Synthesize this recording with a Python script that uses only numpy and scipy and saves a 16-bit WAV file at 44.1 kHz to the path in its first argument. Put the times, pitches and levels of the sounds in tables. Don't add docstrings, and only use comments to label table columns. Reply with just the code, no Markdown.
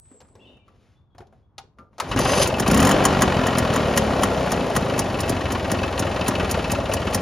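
import sys
import numpy as np
from scipy import signal
from scipy.fft import rfft, irfft
from scipy.io import wavfile
from scipy.ndimage import uniform_filter1d

SR = 44100
rng = np.random.default_rng(int(sys.argv[2]) if len(sys.argv) > 2 else 0)


def materialize(psi):
    bounded = np.clip(np.atleast_2d(psi).T, -1, 1)
    quanta = np.round(bounded * 32767).astype(np.int16)
    wavfile.write(sys.argv[1], SR, quanta)


def field_ratio(decibels):
    return 10 ** (np.asarray(decibels, dtype=float) / 20)


N = 317961
T = np.arange(N) / SR
HZ = np.fft.rfftfreq(N, 1 / SR) + 1

# (time [s], hiss peak [dB], casing ring
# [dB], exhaust thump [dB])
FIRINGS = [(2.1418, -49, -34, -15), (2.1899, -13.5, -19.5, -9), (2.4737, -14.5, -32, -24),
           (2.598, -12.5, -20, -6), (2.6779, -14, -33, -2.5), (3.0517, -6, -10, -11.5),
           (3.2199, -8.5, -11, -11), (3.4682, -18, -21.5, -19), (3.5833, -11, -15.5, -36),
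           (3.7369, -22, -23, -34), (3.76, -18.5, -17, -23), (3.9748, -7, -10.5, -11),
           (4.2333, -11.5, -12, -8.5), (4.5183, -14.5, -20, -10), (4.7631, -11, -13.5, -7),
           (4.9912, -10, -18.5, -11.5), (5.2041, -15.5, -37, -35), (5.2943, -12.5, -26, -8.5),
           (5.52, -17.5, -28, -15), (5.7157, -14.5, -20.5, -7.5), (5.9939, -13.5, -27, -9),
           (6.2808, -11, -18.5, -7.5), (6.5114, -11.5, -32, -13), (6.7166, -12, -24, -11.5),
           (6.9362, -12.5, -26, -18), (7.1459, -8, -22, -9)]


def unit(x):
    return x / np.sqrt(np.mean(x ** 2) + 1e-20)


def over_hz(points):
    hz, value = np.transpose(points)
    return np.interp(np.log(HZ), np.log(hz), value)


def colour(x, spectrum):
    return unit(irfft(rfft(x) * field_ratio(over_hz(spectrum)), N))


def ring(x, modes):
    out = 0
    for k, (hz, width_hz, db) in enumerate(modes):
        b, a = signal.iirpeak(hz, hz / max(width_hz, 5), SR)
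        out = out + (-1) ** k * field_ratio(db) * signal.lfilter(b, a, x)
    return out


def white():
    return rng.standard_normal(N)


def gritty(spread_db):
    return white() * field_ratio(spread_db * rng.exponential(size=N))


def track(table):
    s, *columns = np.transpose(table)
    gate = np.clip(np.minimum(T - s[0] + .004, s[-1] + 0.0014 - T) / 0.0028, 0, 1)
    return [np.interp(T, s, c) for c in columns] + [gate]


def bursts(times_s, db, rise_s, fall_s):
    marks = np.zeros(N)
    places = np.clip((np.asarray(times_s) * SR).astype(int), 0, N - 1)
    np.add.at(marks, places, field_ratio(np.asarray(db)))
    u = T[:SR // 4]
    shape = (1 - np.exp(-u / rise_s)) * np.exp(-u / fall_s)
    return signal.fftconvolve(marks, shape / shape.max())[:N]


def hold(start_s, length_s, attack_s, release_s):
    rise = np.clip((T - start_s) / attack_s + 1, 0, 1) ** 2
    return rise * np.exp(-np.clip(T - start_s - length_s, 0, None) / release_s)


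def window(turn, centre, sharp, scatter_db):
    shifted = turn - centre + .5
    size = field_ratio(scatter_db * rng.standard_normal(400))[shifted.astype(int) % 400]
    return size * np.exp(sharp * (np.cos(2 * np.pi * (turn - centre)) - 1))


def opening(turn, start, length, scatter_db):
    size = field_ratio(scatter_db * rng.standard_normal(400))[(turn - start + 1).astype(int) % 400]
    return uniform_filter1d(size * np.exp(-(((turn - start) % 1) / length) ** 3), SR // 300)


def hum():
    # (frequency [Hz], density [dB per Hz])
    hum_spectrum = [(12, -48), (20, -1), (108, 4), (167, -5), (500, -19.5), (1100, -20), (1900, -39),
                    (9000, -62)]
    drift = uniform_filter1d(uniform_filter1d(white(), SR // 12), SR // 12)
    gust = field_ratio(1.5 * unit(drift))
    mid = colour(white() * gust, hum_spectrum)
    side = colour(white(), hum_spectrum)
    return field_ratio(-57) * (mid + 0.34 * side * np.array([[1], [-1]]))


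def birds():
    # (start [s], length [s], first pitch [Hz], last pitch [Hz], level [dB])
    trill = [
        (0, .185, 7940, 7530, -57),
        (.2, 0.084, 7900, 8040, -70),
        (.26, 0.079, 7950, 7740, -66),
    ]
    whistles = [(.39, .025, 2630, 2850, -62), (.41, 0.047, 2820, 2580, -61),
                (.448, 0.045, 3150, 2760, -58.5), (.5, .04, 2860, 3050, -69), (.53, 0.056, 2700, 2620, -70),
                (.585, 0.063, 2380, 2350, -74), (.4, 0.046, 3280, 3520, -66),
                (.465, 0.039, 3730, 3560, -65), (.95, 0.049, 3400, 3560, -79), (1.1, 0.07, 3350, 3290, -80),
                (1.425, .03, 3350, 3350, -83)]
    edge_s = 0.0061
    buzz = unit(ring(white(), [(150, 200, 0)]))
    out = 0
    for calls, spread_hz, gain_db in ((trill, 110, 4.0), (whistles, 30, 6.5)):
        for s, length_s, first_hz, last_hz, db in calls:
            hz = np.interp(T, [s, s + length_s], [first_hz, last_hz]) + spread_hz * buzz
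            level = field_ratio(db + gain_db) * hold(s + edge_s, length_s - 2 * edge_s, edge_s, edge_s / 2)
            out = out + level * (1 + 0.26 * buzz) * np.sin(2 * np.pi * np.cumsum(hz) / SR)
    return out


def scuffs():
    # (start [s], hold [s], body [dB], grit [dB])
    drags = [(0.054, 0.034, -77, -73), (0.117, 0.22, -60, -77), (0.386, 0.15, -51.5, -73),
             (0.68, 0.037, -58.5, -73), (.76, .05, -69, -74), (0.828, 0.11, -67, -71),
             (1.187, 0.087, -58, -80), (1.337, .05, -66, -78), (1.597, 0.058, -62, -79),
             (1.796, 0.011, -49.5, -92), (1.945, 0.057, -63, -72)]
    # (time [s], level [dB])
    shifts = [(.06, -49), (.22, -49), (.33, -50), (.55, -48), (.78, -52), (.9, -58), (1.16, -51),
              (1.22, -44), (1.39, -50), (1.62, -56), (1.81, -49), (1.94, -56)]
    attack_s, release_s, shift_s = 0.048, 0.052, 0.037
    scrape, crunch, weight = np.zeros(N), np.zeros(N), np.zeros(N)
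    for s, length_s, body_db, grit_db in drags:
        drag = hold(s, length_s, attack_s, release_s)
        scrape += field_ratio(body_db) * drag
        crunch += field_ratio(grit_db) * drag
    for s, db in shifts:
        weight += field_ratio(db) * np.exp(-((T - s) / shift_s) ** 2)
    body = unit(ring(gritty(2.0), [(210, 25, 6.5), (452, 280, -2), (910, 580, -13.5)]))
    grit = unit(ring(ring(gritty(2.0), [(3230, 3700, 0), (1300, 830, 5)]), [(3350, 13000, 0)]))
    rumble = unit(ring(ring(gritty(2.0), [(70, 56, 0)]), [(75, 80, 0)]))
    return field_ratio(0.5) * scrape * body + field_ratio(1.5) * crunch * grit + field_ratio(-4.5) * weight * rumble


def knocks():
    # (time [s], peak [dB], ring [Hz], treble [dB], ring share [dB])
    hits = [(0.115, -47.5, 264, -71, 5), (0.144, -56.5, 427, -66, 11), (0.204, -41, 229, -44.5, -17),
            (0.215, -41, 600, -47, -20), (0.248, -49, 272, -73, -15), (0.285, -54, 288, -59, -13),
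            (0.353, -41.5, 424, -47.5, -7), (0.57, -51, 210, -64, -10), (0.68, -50, 1166, -70, -7),
            (1.149, -46, 270, -69, -8), (1.182, -38.5, 722, -41.5, -3), (1.205, -37.5, 368, -71, -1.5),
            (1.219, -48.5, 690, -69, 4), (1.27, -56, 431, -57, -2), (1.326, -48, 657, -66, -1),
            (1.581, -26.5, 787, -26.5, -11.5), (1.638, -55, 433, -66, 2), (1.786, -45, 1196, -74, 2),
            (1.93, -54, 915, -74, -6), (1.982, -28, 707, -33, -5.5), (2, -11.5, 984, -14, -30),
            (2.162, -12, 267, -21, -5.5)]
    dull_t60_s, steel_t60_s, steel_above_hz = .13, 0.27, 1050
    out, u = np.zeros(N), T[:SR // 3]
    for s, db, hz, treble_db, ring_db in hits:
        noise = rng.standard_normal(len(u))
        t60_s = steel_t60_s if hz > steel_above_hz else dull_t60_s
        note = np.sin(2 * np.pi * hz * u) + .7 * np.sin(2 * np.pi * 1.14 * hz * u)
        note = note * np.exp(-np.log(1000) * u / t60_s)
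        note = note * (1 + .5 * (hz / 1200) * unit(uniform_filter1d(noise, SR // 100)))
        body = unit(ring(noise, [(hz, 450, 0), (1300, 1100, -3)]))
        body = body * (np.exp(-u / 0.011) + 0.11 * np.exp(-u / 0.017))
        crack = unit(ring(noise, [(3620, 5100, 0.92), (5600, 5370, 0.083)]))
        crack = crack * (np.exp(-u / 0.0069) + 0.027 * np.exp(-u / 0.018))
        i = int(s * SR)
        out[i:i + len(u)] += field_ratio(db + ring_db) * note + field_ratio(db - 5.5) * body + field_ratio(treble_db - 2.0) * crack
    return out


def kick_gear():
    # (frequency [Hz], width [Hz], level [dB])
    gear_modes = [(2580, 32, 8), (3000, 190, 5), (4920, 230, 13), (5270, 58, 8), (6170, 160, 14.5),
                  (6640, 51, -15), (10600, 470, 8)]
    graze_start_s, graze_end_s, graze_db = 2.08, 2.125, -47
    spin_start_s, spin_end_s, spin_db, swell_db = 2.196, 2.445, -37, 13
    spin_s = spin_end_s - spin_start_s
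    swell = field_ratio(spin_db + swell_db * np.clip((T - spin_start_s) / spin_s, 0, 1))
    spin = swell * hold(spin_start_s, spin_s, .008, 0.0054)
    graze = field_ratio(graze_db) * hold(graze_start_s, graze_end_s - graze_start_s, 0.0073, 0.015)
    fits = field_ratio(3.5 * unit(uniform_filter1d(white(), SR // 90)))
    steel = ring(gritty(2.2), gear_modes + [(4500, 12000, 1.0)])
    return (spin + graze) * fits * field_ratio(4.5) * unit(ring(steel, [(6000, 15000, 0)]))


def every_firing():
    idle_turns = [1, 7, 3, 2, 7, 8, 11, 5, 6, 1, 8, 9, 9, 7, 6, 5, 2, 5, 4, 6, 6, 5, 4, 4, 4]
    race_after, race_turns = 5, 9
    first_turn_s, gain_s, top_turn_s = .0343, .0023, .0208
    k = np.arange(race_turns)
    s = FIRINGS[race_after - 1][0] + np.cumsum(np.maximum(first_turn_s - gain_s * k, top_turn_s))
    hiss_db, ring_db, thump_db = -13.5 + 0 * k, -19.5 + 0.8 * k, -3 - 2.8 * k
    fired = np.insert(np.array(FIRINGS), race_after, np.c_[s, hiss_db, ring_db, thump_db], axis=0)
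    return fired, np.insert(idle_turns, race_after - 1, 1 + 0 * k)


def crank():
    sag, drag_per_s = 0.0978, .17
    fired, between = every_firing()
    s = fired[:, 0]
    s = np.r_[s[0] - .2, s, s[-1] + .2]
    turns = np.r_[3, between, 4]
    swing = sag * (20 * np.diff(s) / turns) ** 2 + drag_per_s * turns / 45
    place = np.clip(np.interp(T, s, np.arange(len(s))), 0, len(turns) - 1e-9)
    k, u = place.astype(int), place % 1
    return np.r_[0, np.cumsum(turns)][k] + turns[k] * (u + swing[k] * u * (1 - u))


def slowness(speed):
    return np.clip(21 / speed, 0, 1)


def shaft_hum(turn, speed):
    # (multiple of shaft speed [-], level at 50 turns/s [dB])
    shaft_orders = [(2, -33), (3, -30), (4, -29), (5, -31), (6, -25), (8, -33), (11, -34), (13, -33),
                    (15, -32), (16, -27)]
    lines = sum(field_ratio(db) * np.sin(2 * np.pi * k * turn + k) for k, db in shaft_orders)
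    return lines * (speed / 50) ** 1.5 * (1 + .4 * np.cos(2 * np.pi * turn)) * (T > FIRINGS[3][0])


def intake(turn, speed):
    # (frequency [Hz], width [Hz], level [dB])
    inlet_modes = [(524, 260, 0), (665, 102, 3.5), (787, 110, -4)]
    gulp = .6 / slowness(speed) + window(turn, .4, 2.2, 1.5)
    snap = window(turn, .33, 510, 0.47)
    return unit(ring(white() * gulp, inlet_modes)) + 0.2 * unit(ring(snap, inlet_modes))


def clatter(turn, speed):
    # (frequency [Hz], width [Hz], level [dB])
    casing_modes = [(1168, 168, 10), (1351, 104, 11), (1946, 58, 6), (2094, 22, -10), (2615, 28, -1.5),
                    (2890, 48, -6), (3160, 180, -4)]
    # (frequency [Hz], density [dB per Hz])
    broad_spectrum = [(200, 16.5), (500, 10.5), (1000, 14), (3000, -13), (5000, -27), (7000, -33.5),
                      (8300, -33), (10500, -49.5), (13000, -38), (15000, -70), (16500, -70)]
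    slow = slowness(speed)
    stroke = .3 / slow + opening(turn, .64, .42, 1.8)
    rub = gritty(1.5) * stroke
    slap = opening(turn, .65, .14, 2.8) * white()
    slap = unit(ring(slap, casing_modes[4:6] + [(4000, 1200, -21)]))
    casing = unit(ring(rub, casing_modes)) + .5 * slow * slap
    broad = colour(rub, broad_spectrum)
    hiss = unit(signal.sosfilt(signal.butter(2, 3800, "high", fs=SR, output="sos"), broad))
    return field_ratio(3.5) * (0.52 * casing + 1.63 * broad) + field_ratio(3) * hiss


def exhaust(turn, speed, start_s):
    # (frequency [Hz], width [Hz], level [dB])
    silencer_modes = [(191.4, 48, -4), (272, 21, 0.5), (338, 70, -9.5), (450, 35, -12)]
    airbox_modes = [(60, 35, -5), (92, 45, 0), (140, 60, -7)]
    catch_s, afterblow_s = 0.14, 0.069
    puffs = window(turn, .72, 67, 1.8) - .7 * window(turn, .13, 51, 2.5)
    puffs = unit(ring(ring(puffs, silencer_modes), [(260, 300, 0)]))
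    thud = unit(ring(window(turn, .3, 30, 1.5), airbox_modes))
    roar = unit(ring(ring(white(), silencer_modes), [(265, 270, 0)]))
    fired = every_firing()[0]
    blow = np.clip((T - start_s) / catch_s, 0, 1) ** 1.2
    blow = blow + 0.76 * bursts(fired[:, 0], fired[:, 3] + 12, 0.0082, afterblow_s)
    pumping_db = -32 + 0.5 * np.log2(speed / 25)
    return field_ratio(pumping_db) * blow * (.65 * puffs + .9 * slowness(speed) * thud + .45 * roar)


def engine():
    # (time [s], mechanical level [dB], throttle opening [dB])
    running = [(1.99, -54, -35), (2.03, -48, -31.5), (2.1, -31, -33), (2.15, -33.5, -42),
               (2.19, -27.5, -23), (2.26, -25.5, -22.5), (2.41, -27, -19), (2.53, -32.5, -24.5),
               (2.63, -30, -28.5), (2.69, -24.5, -27), (2.92, -28, -22.5), (3.15, -28.5, -26.5),
               (3.62, -29.5, -28.5), (3.76, -29.5, -25), (4.5, -33, -23), (5.55, -32, -25.5),
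               (6.5, -29.5, -24.5), (7.21, -33.5, -25.5)]
    clatter_db, intake_db, on = track(running)
    turn = crank()
    speed = np.gradient(turn) * SR
    return on * (exhaust(turn, speed, running[0][0]) + field_ratio(intake_db - 0.5) * intake(turn, speed)
                 + shaft_hum(turn, speed) + field_ratio(clatter_db) * clatter(turn, speed))


def firings():
    # (frequency [Hz], width [Hz], level [dB])
    fin_modes = [(5430, 2100, 5.5), (5530, 640, 10.5), (6300, 570, 1.5), (6710, 520, 8.5), (8760, 830, 6),
                 (10490, 530, 4), (12900, 1430, 3.5), (15000, 840, -18)]
    leak_s, leak_db = .014, -21
    s, hiss_db, ring_db, thump_db = every_firing()[0].T
    gas, leak, charge = rng.standard_normal((3, N))
    hiss = unit(ring(gas, fin_modes)) * bursts(s - .001, hiss_db - 6, 0.0022, 0.0062)
    hiss += unit(ring(leak, fin_modes)) * bursts(s - leak_s, hiss_db - 11 + leak_db + 11, 0.021, 0.0055)
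    knock = unit(ring(charge, [(6845, 200, 0)])) * (np.gradient(crank()) * SR / 50) ** 2
    hiss += knock * bursts(s, hiss_db - 8.5, 0.003, 0.0044)
    strike = leak * bursts(s, ring_db, 0.00039, 0.0068)
    casing = ring(strike, [(1047, 220, 0), (1885, 166, -2.5), (3050, 230, -10)])
    pulse = bursts(s + 0.0067, thump_db, 0.00091, 0.0011)
    thump = ring(pulse, [(71, 6, 0.5), (214, 71, 3.5), (830, 390, 2.5)])
    return hiss + field_ratio(17.5) * casing + field_ratio(5) * thump


def scatter(x, fall_s, low_hz, high_hz):
    u = T[:SR // 3]
    tail = rng.standard_normal((2, len(u))) * np.exp(-u / fall_s) * (u > .004)
    tail = signal.sosfilt(signal.butter(3, [low_hz, high_hz], "band", fs=SR, output="sos"), tail)
    return signal.fftconvolve(x[None], tail / np.sqrt(np.sum(tail ** 2) / 2), axes=1)[:, :N]


def scene():
    dull = signal.butter(5, 12900, fs=SR, output="sos")
    near = signal.sosfilt(dull, engine() + kick_gear()) + firings() + knocks() + scuffs()
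    far = birds()
    near_returns = field_ratio(-17) * scatter(near, 0.036, 286, 6150)
    far_returns = field_ratio(-4.5) * scatter(far, 0.079, 2200, 8000)
    return near + near_returns + 0.98 * far + far_returns + hum()


def low_pass(x):
    return signal.sosfilt(signal.butter(12, 16510, fs=SR, output="sos"), x)


def record(dry):
    # (frequency [Hz], phase between ports [rad])
    port_phase = [(20, 0), (1700, .08), (5000, .25), (7200, 1.0), (7750, 3.1416), (8850, 3.1416),
                  (9300, 4.9), (10500, 6.2832), (11600, 6.2832), (12300, 7.8), (12550, 9.4248),
                  (13600, 9.4248), (14000, 11.2), (15000, 12.5)]
    # (frequency [Hz], left minus right [dB])
    port_balance = [(60, 0.5), (110, 1.0), (200, 1.0), (380, 1.0), (700, 2.5), (1290, 2.0), (2380, 2.0),
                    (4400, 0.5), (8120, 0.0), (15000, 0.0)]
    half = field_ratio(over_hz(port_balance) / 2) * np.exp(.5j * over_hz(port_phase))
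    band = 1 / np.sqrt(1 + (45 / HZ) ** 8 + (HZ / 13200) ** 10 + (HZ / 15400) ** 70)
    ports = irfft(rfft(dry, axis=1) * np.array([half, 1 / half]) * band, N, axis=1)
    return low_pass(np.tanh(0.52 * ports) / 0.69)


dry = scene()
out = record(dry)
materialize(out)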